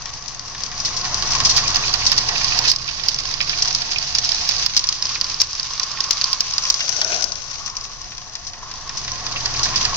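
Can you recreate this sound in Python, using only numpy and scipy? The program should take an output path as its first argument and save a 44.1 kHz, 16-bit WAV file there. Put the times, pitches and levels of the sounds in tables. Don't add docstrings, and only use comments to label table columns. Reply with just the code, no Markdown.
import sys
import numpy as np
from scipy import signal
from scipy.fft import rfft, irfft, next_fast_len
from scipy.io import wavfile

SR = 44100
rng = np.random.default_rng(int(sys.argv[2]) if len(sys.argv) > 2 else 0)


def wav_record(signal):
    frames = np.transpose(np.atleast_2d(signal))
    bounded = np.clip(frames, -1, 1)
    quanta = np.round(bounded * 32767).astype(np.int16)
    wavfile.write(sys.argv[1], SR, quanta)


N = 439236

# t/s, spit level/dB, spit pan/dB, knock peak before panning/dB
PISTON_STROKES = [(0.0566, -27.5, 8.5, -23), (0.224, -33.5, 3.5, -32), (0.3945, -28.5, 9, -31),
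                  (0.548, -34, 5, -22), (0.715, -30, 0, -23), (0.88, -30, -5, -25),
                  (1.0513, -23.5, -7, -18), (1.224, -20, -3, -15), (1.402, -16.5, 0, -10.5),
                  (1.5783, -15.5, -7, -9.5), (1.758, -17, -10.5, -11), (1.9391, -15, -8, -8.5),
                  (2.1176, -16.5, -12, -11), (2.287, -16, -4, -17), (2.444, -15.5, -5, -16),
                  (2.589, -12, -5, -19), (2.735, -29, -8, -26), (2.889, -26.5, -15, -21),
                  (3.036, -26, -16, -21), (3.1871, -19, -6, -24), (3.339, -22.5, -15, -17.5),
                  (3.4948, -21.5, -11, -16), (3.6556, -22.5, -10, -17), (3.819, -20, -9, -21),
                  (3.9838, -19.5, -10, -24), (4.1505, -15, -9, -29), (4.3185, -17, -9.5, -19),
                  (4.490, -15, -13.5, -25), (4.662, -15, -11.5, -19), (4.8407, -17, -6, -24),
                  (5.024, -15, -6, -29), (5.212, -15, -8, -23), (5.4017, -13, -2.5, -25),
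                  (5.597, -19, -7, -27), (5.797, -17, -8, -21), (6.005, -14.5, -7.5, -25),
                  (6.213, -17, -5, -30), (6.406, -11, -0.5, -34), (6.581, -14, 0, -19.5),
                  (6.742, -16, 1, -30), (6.8921, -19.5, 15, -16), (7.046, -21.5, 15, -26),
                  (7.201, -29, 6, -32), (7.355, -29, 8, -26), (7.513, -30.5, 9, -27), (7.675, -38, 7, -24),
                  (7.8395, -31, 3, -35), (8.016, -32, 3, -38), (8.180, -32, 8, -25.5),
                  (8.3533, -25, 7, -24), (8.5333, -33, -3, -25), (8.7135, -32, 8, -25),
                  (8.893, -26.5, 6, -21.5), (9.079, -30, 3, -17.5), (9.2653, -24.5, 1, -17.5),
                  (9.4586, -18.5, -4, -13.5), (9.655, -19.5, -8.5, -13), (9.8515, -13, -3.5, -11)]
# t/s, level/dB, length/s, pan/dB
WATER_SLUGS = [(0.28, -29.5, 0.01, 17), (0.6358, -24.5, 0.0038, 13), (0.801, -21, 0.007, 7),
               (0.8488, -13, 0.021, 2), (0.9657, -17.5, 0.012, 2), (1.1437, -16.5, 0.0044, 7),
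               (1.3194, -18.5, 0.006, 4), (1.449, -6.5, 0.02, 0.5), (1.4939, -8.5, 0.023, 1),
               (1.5622, -8.5, 0.021, -4), (2.064, -7.5, 0.015, -2), (2.1782, -9.5, 0.011, -3),
               (2.6765, -9, 0.019, -3), (2.6965, -11, 0.011, -5), (2.7151, -12.5, 0.0068, -10),
               (3.0841, -11.5, 0.0076, -6), (3.6222, -11, 0.0074, 0), (3.749, -14, 0.0037, -3),
               (3.9127, -20, 0.0045, 2), (4.1845, -10.5, 0.0058, -1.5), (4.2905, -14.5, 0.0051, -2),
               (4.7658, -9, 0.005, -1), (4.774, -9, 0.0059, -1), (4.7931, -17, 0.0044, 0),
               (4.8888, -12.5, 0.0047, 0), (5.0542, -20, 0.004, 0), (5.4086, -21, 0.0059, 18),
               (5.416, -8, 0.0024, 1), (5.8313, -17.5, 0.0075, 4), (6.1083, -8, 0.0028, 7.5),
               (6.2414, -13.5, 0.0026, -3), (6.3304, -13.5, 0.0015, -8), (6.7008, -7, 0.0037, 3.5),
               (6.8061, -19.5, 0.0038, 6), (7.015, -16, 0.0032, 4), (7.2227, -21.5, 0.0068, 17),
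               (7.241, -18, 0.0014, 17.5), (7.32, -21.5, 0.0035, 5), (7.6608, -28.5, 0.0053, 17),
               (7.7676, -21.5, 0.0053, 5.5), (8.4675, -24, 0.016, 5), (8.9713, -20, 0.016, 4),
               (9.6309, -11, 0.02, 0), (9.7587, -13, 0.0094, -4.5)]
# t/s, level/dB, pan/dB
BIG_DROPS = [(1.68, -20.5, 11), (2.653, -21, -11), (2.761, -18.5, -1), (3.144, -19, -1),
             (3.412, -19.5, -10), (3.682, -19, 5), (3.728, -23, 1), (4.2475, -17.5, -3), (4.346, -18.5, -2),
             (4.565, -23, -9), (4.870, -22, 4), (5.153, -22, -6), (5.243, -20.5, 1), (5.343, -23.5, -9),
             (5.531, -24, 0), (5.5515, -24.5, -1), (5.63, -22, 1), (5.735, -25, 4), (5.916, -25, -3),
             (6.040, -25, 7), (6.13, -23, 5), (6.301, -28, -5), (6.347, -27, -5), (6.537, -18.5, -1),
             (6.638, -22, -7), (6.653, -20.5, 3), (6.965, -21.5, 9), (7.144, -22.5, 11), (7.699, -28.5, 6),
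             (7.811, -28.5, 4), (8.739, -32, 8), (9.118, -23, 1)]
# t/s, peak before panning/dB, ring f/Hz, ring over the dull knock/dB
COUPLING_CLANKS = [(1.657, -18, 2400, 2), (1.837, -12, 2400, 0), (2.019, -15, 2360, 6),
                   (2.355, -13, 2580, 5), (2.412, -14.5, 2400, 0), (2.5204, -10.5, 2530, 6),
                   (2.65, -11.5, 2500, 1), (2.883, -13, 2570, 14), (2.996, -16, 1900, 5),
                   (3.404, -7.5, 2470, 8), (3.5297, -14, 2460, 6), (3.891, -19, 2500, -1),
                   (3.959, -11, 2510, 16), (5.1552, -15, 2400, -2), (5.972, -16.5, 1870, 8),
                   (6.651, -16, 2400, -7), (6.8046, -11, 2800, 5), (7.014, -11, 2880, -2),
                   (7.1258, -13.5, 2560, 11), (8.119, -22, 2520, -3), (9.36, -12.5, 2640, 10),
                   (9.545, -18, 2400, 2), (9.741, -12, 2400, -1)]

# t/s, level/dB
SWELL_CURVE = [(0, -46.5), (0.45, -46.5), (1.4, -34.5), (2.1, -38.5), (2.68, -38), (2.75, -45),
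               (3.5, -41.5), (4.2, -43.5), (4.63, -42), (4.7, -46), (5.4, -45.5), (5.45, -48.5),
               (6.2, -47.5), (8.5, -50), (9.65, -36), (9.96, -36)]
# t/s, lag of the left side/ms, pan/dB
ENGINE_BEARING = [(0, 0.0077, 2), (1, 0.087, 0), (2.6, 0.19, -6.5), (4.5, 0.18, -4), (5.3, 0.02, -2.5),
                  (6.3, 0.0031, -3), (6.7, -0.12, 3), (7.2, -0.26, 6.5), (7.8, -0.1, 3), (8.6, -0.087, 1),
                  (9.1, 0.11, -1.5), (9.96, 0.12, -1)]
# t/s, level over the swell/dB
STEAM_CURVE = [(0, 11), (1.0, 14.5), (1.35, 13.5), (1.7, 16), (3.501, 16), (4.45, 21), (4.75, 18.5),
               (6.35, 21), (6.85, 23), (7.12, 25), (7.32, 17), (8.399, 12), (9.96, 13)]
# t/s, level over the swell/dB
BURNER_CURVE = [(0, 3), (1.3, 3.5), (1.701, 5), (2.75, 1), (4, -2), (5.2, 7), (5.5, 4.5), (6, 11.5),
                (6.45, 8), (6.63, 14), (6.8, 6), (7.35, 5.5), (7.75, 9), (8.15, 0), (9.96, 4)]
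# t/s, strength/dB
FLAME_FLARES = [(6.23, 5), (8.618, 14.5)]
# t/s, level over the swell/dB
RAIL_CURVE = [(0, -1), (1.2, -2.5), (2.68, 3.5), (2.8, -4), (3.5, -0.5), (4.62, 1.5), (4.72, -14.5),
              (8.499, -1), (9.3, -3.5), (9.96, -3)]

# f/Hz, level/dB
SPIT_SPECTRUM = [(150, -17), (700, -11), (1500, -9.5), (2500, -6), (4000, -1), (5200, 2.5), (6300, -5),
                 (7500, -13), (9000, 4)]
# f/Hz, level/dB
STEAM_SPECTRUM = [(150, -24.5), (400, -20), (800, -4), (1400, -1), (2000, -1), (2650, 2.5), (3200, 0),
                  (4200, -0.2), (5200, 2.5), (6300, -2.5), (7500, -11), (9000, -14.5)]
# f/Hz, level/dB
VENT_SPECTRUM = [(12, 4.5), (28, 0), (46, -25.5), (60, -3.5), (78, 7), (100, -4.5), (143, 2), (175, -7.5),
                 (300, -11), (600, -10.5), (1300, -13), (2000, -13), (4000, -29)]
# f/Hz, relative level/dB
FAN_TONES = [(19, 2.5), (79.5, -11), (120, -4), (200, -12.5)]
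# f/Hz, level/dB
BUILDING_SPECTRUM = [(10, -9.5), (22, 0), (34, -1.5), (42, -2), (60, -16.5), (150, -39), (400, -70)]
# f/Hz, correlation (clipped to -1..1 in use)
STEREO_LIKENESS = [(20, -1.1), (60, 1), (200, 0.91), (500, 0.93), (1000, 0.34), (1800, 0.12), (3000, 0.13),
                   (5000, -0.19)]

# f/Hz, width/Hz, level/dB
FRAME_MODES = [(1150, 650, -9), (1840, 270, 0), (2410, 200, -2), (3320, 1200, -6.5)]
# f/Hz, width/Hz, level/dB
FLUE_MODES = [(1083, 250, 0)]
# f/Hz, width/Hz, level/dB
TRACK_MODES = [(328, 290, -12.5), (556, 220, -5), (690, 125, -1), (1495, 81, -3.5), (2560, 100, -14.5)]
# f/Hz, width/Hz, level/dB
RAIL_MODES = [(719, 36, 4.5), (905, 56, 3.5), (1010, 320, -6.5), (1505, 70, -7), (1700, 120, -8),
              (1935, 40, -0.5)]
# f/Hz, width/Hz, gain in the bass/dB
CAPSULES = [(6007, 716, -4.5), (4753, 990, -3.5)]

ROOM_T60_S = 0.13


def chuffs(steam_db, pan, spit_s=0.0028, puff_s=0.019, offbeat_share=0.53):
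    cues = [(s, db, spit_s, side_db) for s, db, side_db, _ in PISTON_STROKES]
    times = np.array(PISTON_STROKES)[:, 0]
    for s in times[:-1] + offbeat_share * np.diff(times):
        at = int(s * SR)
        puff_db = steam_db[at] + 1.5 + 0.8 * rng.standard_normal()
        cues.append((s, puff_db, puff_s, pan[at] + 3))
    return cues


def spits(cues, lag_ms, wash_db=-19.5, stray_db=-15.0, spray_takeover_s=0.009):
    out, t = np.zeros((2, N)), np.arange(4096) / SR
    for s, db, length, pan in cues:
        lag, sides = lag_ms[int(s * SR)], panned(pan)[:, None]
        lumps = from_db(-0.5 * np.interp(t, t[::40], rng.standard_normal(len(t[::40]))))
        noise = colour(arriving(np.full(len(t), lag), direct=0.17), SPIT_SPECTRUM)
        envelope = (1 - np.exp(-t / (0.12 * length))) * np.exp(-t / (0.96 * length))
        spray = levelled(noise * lumps * envelope)
        ping_share = np.exp(-length / spray_takeover_s)
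        burst = np.sqrt(1 - ping_share) * spray + np.sqrt(ping_share) * ping(lag, hz=5100, size=len(t))
        scatter = unit_level(colour(diffuse(len(t)), SPIT_SPECTRUM))
        room_wash = scatter * from_db(wash_db - 60 * t / ROOM_T60_S) * (1 - np.exp(-t / 0.0031))
        add(out, s, from_db(db) * (burst * sides + room_wash))
        delays_s = rng.uniform([-.012, .008, .025], [-.003, .025, .06])
        for delay, grain in zip(delays_s, np.split(scatter, 4, axis=1)):
            stray = grain * np.exp(-t[:grain.shape[1]] / .002)
            add(out, s + delay, from_db(db + stray_db) * sides * stray)
    return out


def ping(lag_ms, hz, size, spread_hz=247, ring_s=0.0007, echo_s=0.002, echo_db=-5):
    t = np.arange(size) / SR - np.array([[lag_ms], [-lag_ms]]) / 2000
    hz = hz + spread_hz * rng.standard_normal()
    out = 0
    for k, stretch in enumerate(rng.uniform(.7, 1.3, (4, 2, 1))):
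        age = np.maximum(t - k * stretch * echo_s, 0)
        out = out + from_db(k * echo_db) * np.sin(2 * np.pi * hz * age) * np.exp(-age / ring_s)
    return levelled(out)


def rod_knocks(lag_ms):
    out = np.zeros((2, N))
    for s, _, _, db in PISTON_STROKES:
        add(out, s, from_db(db) * impact(s, lag_ms, FRAME_MODES, decay_s=0.01))
    return out


def couplings(lag_ms, ring_width_hz=170):
    out = np.zeros((2, N))
    for s, db, hz, ring_db in COUPLING_CLANKS:
        modes = FRAME_MODES + [(hz, ring_width_hz, ring_db)]
        add(out, s, from_db(db) * impact(s, lag_ms, modes, decay_s=0.0088))
    return out


def impact(s, lag_ms, modes, decay_s, tail_db=-21.5):
    t = np.arange(8192) / SR
    envelope = np.exp(-t / decay_s) + from_db(tail_db - 60 * t / ROOM_T60_S)
    rattle = arriving(np.full(len(t), lag_ms[int(s * SR)]), direct=0.92)
    ring = resonate(rattle * envelope, modes)
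    return ring / np.abs(ring).max()


def steam(lag_ms, flutter_db=1.6, sizzle_db=-9.5, grains_per_s=80, spread_db=9.5):
    onsets = rng.random(N) < grains_per_s / SR
    power = onsets * from_db(spread_db * np.minimum(rng.exponential(1, N), 2)) ** 2
    sizzle = signal.lfilter([1], [1, -np.exp(-1 / (.002 * SR))], power + 1e-18)
    flow = np.sqrt(1 + from_db(sizzle_db) ** 2 * sizzle) * from_db(flutter_db * drift(20.0))
    return unit_level(colour(arriving(lag_ms, direct=0.22), STEAM_SPECTRUM) * flow)


def drops(steam_db, lag_ms, pan, count=200, small_db=-9.5, spread_db=2):
    out = np.zeros((2, N))
    scatter = zip(rng.integers(0, N, count), spread_db * rng.standard_normal(count))
    small = [(at / SR, steam_db[at] + small_db + offset_db, pan[at]) for at, offset_db in scatter]
    for s, db, side_db in BIG_DROPS + small:
        tick = ping(lag_ms[int(s * SR)], hz=5240, size=1024)
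        add(out, s, from_db(db) * panned(side_db)[:, None] * tick)
    return out


def burner(lag_ms, flare_db, whistle_hz=1090.5, waver_hz=26.11, breath_hz=42.4, sag_hz_per_db=5):
    hz = whistle_hz + waver_hz * drift(7) - sag_hz_per_db * flare_db
    phase = 2 * np.pi * (np.cumsum(hz) / SR + hz * lag_ms / 2000 * np.array([[-1], [1]]))
    whistle = unit_level(drift(breath_hz) * np.cos(phase) + drift(breath_hz) * np.sin(phase))
    roar = from_db(2.0) * unit_level(resonate(arriving(lag_ms, direct=0.6), FLUE_MODES))
    flicker_db = 1.93 * drift(26)
    return unit_level(whistle + roar) * from_db(flare_db + flicker_db)


def flares(rise_s=0.0044, fall_s=0.13):
    db = 0
    for s, strength_db in FLAME_FLARES:
        age = np.maximum(np.arange(N) / SR - s, 0)
        db = db + strength_db * (1 - np.exp(-age / rise_s)) * np.exp(-age / fall_s)
    return db


def wheels(lag_ms, pass_s=7.125, rise_db_per_s=50.5, fall_db_per_s=69, rounding_s=0.096, bump_db=2.0):
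    t = np.arange(N) / SR - pass_s
    away = np.hypot(t, rounding_s)
    pass_db = -26.5 - rise_db_per_s * (away - t) / 2 - fall_db_per_s * (away + t) / 2
    roll = unit_level(resonate(arriving(lag_ms, direct=0.5), TRACK_MODES))
    return roll * from_db(pass_db + bump_db * drift(26)) * panned(2.0)[:, None]


def rails(lag_ms, bump_db=2.5):
    ring = unit_level(resonate(arriving(lag_ms, direct=0.55), RAIL_MODES))
    return ring * from_db(bump_db * drift(5.2))


def ventilation(rumble_db=2.5, waver_db=1.0):
    t, hum = np.arange(N) / SR, 0
    for hz, db in FAN_TONES:
        gain = np.sqrt(2) * from_db(db + waver_db * drift(2.0))
        hum = hum + gain * np.sin(2 * np.pi * hz * t + .5 * drift(2.9))
    return from_db(rumble_db) * unit_level(colour(diffuse(N), VENT_SPECTRUM)) + hum


def building(level_db=-45):
    return from_db(level_db) * unit_level(colour(diffuse(N), BUILDING_SPECTRUM))


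def arriving(lag_ms, direct):
    at, half_lag = np.arange(len(lag_ms)), lag_ms * SR / 2000
    source = rng.standard_normal(len(at))
    straight = np.array([np.interp(at - half_lag, at, source), np.interp(at + half_lag, at, source)])
    return np.sqrt(direct) * straight + np.sqrt(1 - direct) * diffuse(len(at))


def diffuse(size):
    padded = next_fast_len(size, True)
    mid, side = rfft(rng.standard_normal((2, padded)))
    alike = np.clip(at_bins(STEREO_LIKENESS, padded), -1, 1)
    spectrum = np.sqrt((1 + alike) / 2) * mid + np.sqrt((1 - alike) / 2) * side * [[1], [-1]]
    return irfft(spectrum, padded)[:, :size]


def microphones(x):
    out = []
    for channel, (hz, width, db) in zip(x, CAPSULES):
        r = np.exp(-np.pi * width / SR)
        poles = [1, -2 * r * np.cos(2 * np.pi * hz / SR), r * r]
        out.append(from_db(db) * signal.lfilter([sum(poles)], poles, channel))
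    return np.array(out)


def resonate(x, modes):
    out = 0
    for k, (hz, width, db) in enumerate(modes):
        r = np.exp(-np.pi * width / SR)
        poles = [1, -2 * r * np.cos(2 * np.pi * hz / SR), r * r]
        gain = (-1) ** k * from_db(db) * (1 - r * r) / 2
        out = out + gain * signal.lfilter([1, 0, -1], poles, x)
    return out


def drift(rate_hz):
    r = np.exp(-2 * np.pi * rate_hz * 40 / SR)
    slow = signal.lfilter([1], [1, -2 * r, r * r], rng.standard_normal(N // 40 + 2002))[2000:]
    return np.interp(np.arange(N) / 40, np.arange(len(slow)), slow / rms(slow))


def colour(x, spectrum):
    size = x.shape[-1]
    return irfft(rfft(x) * from_db(at_bins(spectrum, size)), size)


def at_bins(points, size):
    hz, value = np.transpose(points)
    return np.interp(np.log(np.arange(size // 2 + 1) * SR / size + 1), np.log(hz), value)


def automation(rows, column=1):
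    columns = np.transpose(rows)
    return np.interp(np.arange(N) / SR, columns[0], columns[column])


def unit_level(x):
    return x / rms(microphones(x))


def levelled(sound):
    return sound / np.sqrt(np.sum(microphones(sound) ** 2, axis=1, keepdims=True) / (.01 * SR))


def add(out, s, sound):
    at = max(round(s * SR), 0)
    out[:, at:at + sound.shape[1]] += sound[:, :max(N - at, 0)]


def panned(db):
    return from_db(np.array([db, -db]) / 2)


def from_db(db):
    return 10 ** (np.asarray(db) / 20)


def rms(x):
    return np.sqrt(np.mean(x ** 2) + 1e-20)


def scene():
    swell_db = automation(SWELL_CURVE)
    lag_ms, pan = automation(ENGINE_BEARING), automation(ENGINE_BEARING, column=2)
    steam_db = swell_db + automation(STEAM_CURVE)
    hiss = from_db(steam_db) * steam(lag_ms)
    flame = from_db(swell_db + automation(BURNER_CURVE)) * burner(lag_ms, flares())
    track = from_db(swell_db + automation(RAIL_CURVE)) * rails(lag_ms) + wheels(lag_ms)
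    fan = from_db(swell_db + 1.5) * ventilation() * panned(-0.43)[:, None]
    rattle = couplings(lag_ms) + rod_knocks(lag_ms)
    exhaust = spits(WATER_SLUGS + chuffs(steam_db, pan), lag_ms) + drops(steam_db, lag_ms, pan)
    running = (hiss + rattle) * panned(pan) + (flame + track) * panned(0.24 * pan)
    return exhaust + running + fan + building()


def record(dry, treble_hz=7700, cutoff_hz=15000, ceiling=0.96):
    narrow = signal.sosfilt(signal.cheby1(10, .3, treble_hz, fs=SR, output="sos"), microphones(dry))
    clipped = np.clip(narrow, -ceiling, ceiling)
    return signal.sosfilt(signal.butter(14, cutoff_hz, fs=SR, output="sos"), clipped)


dry = scene()
out = record(dry)
wav_record(out)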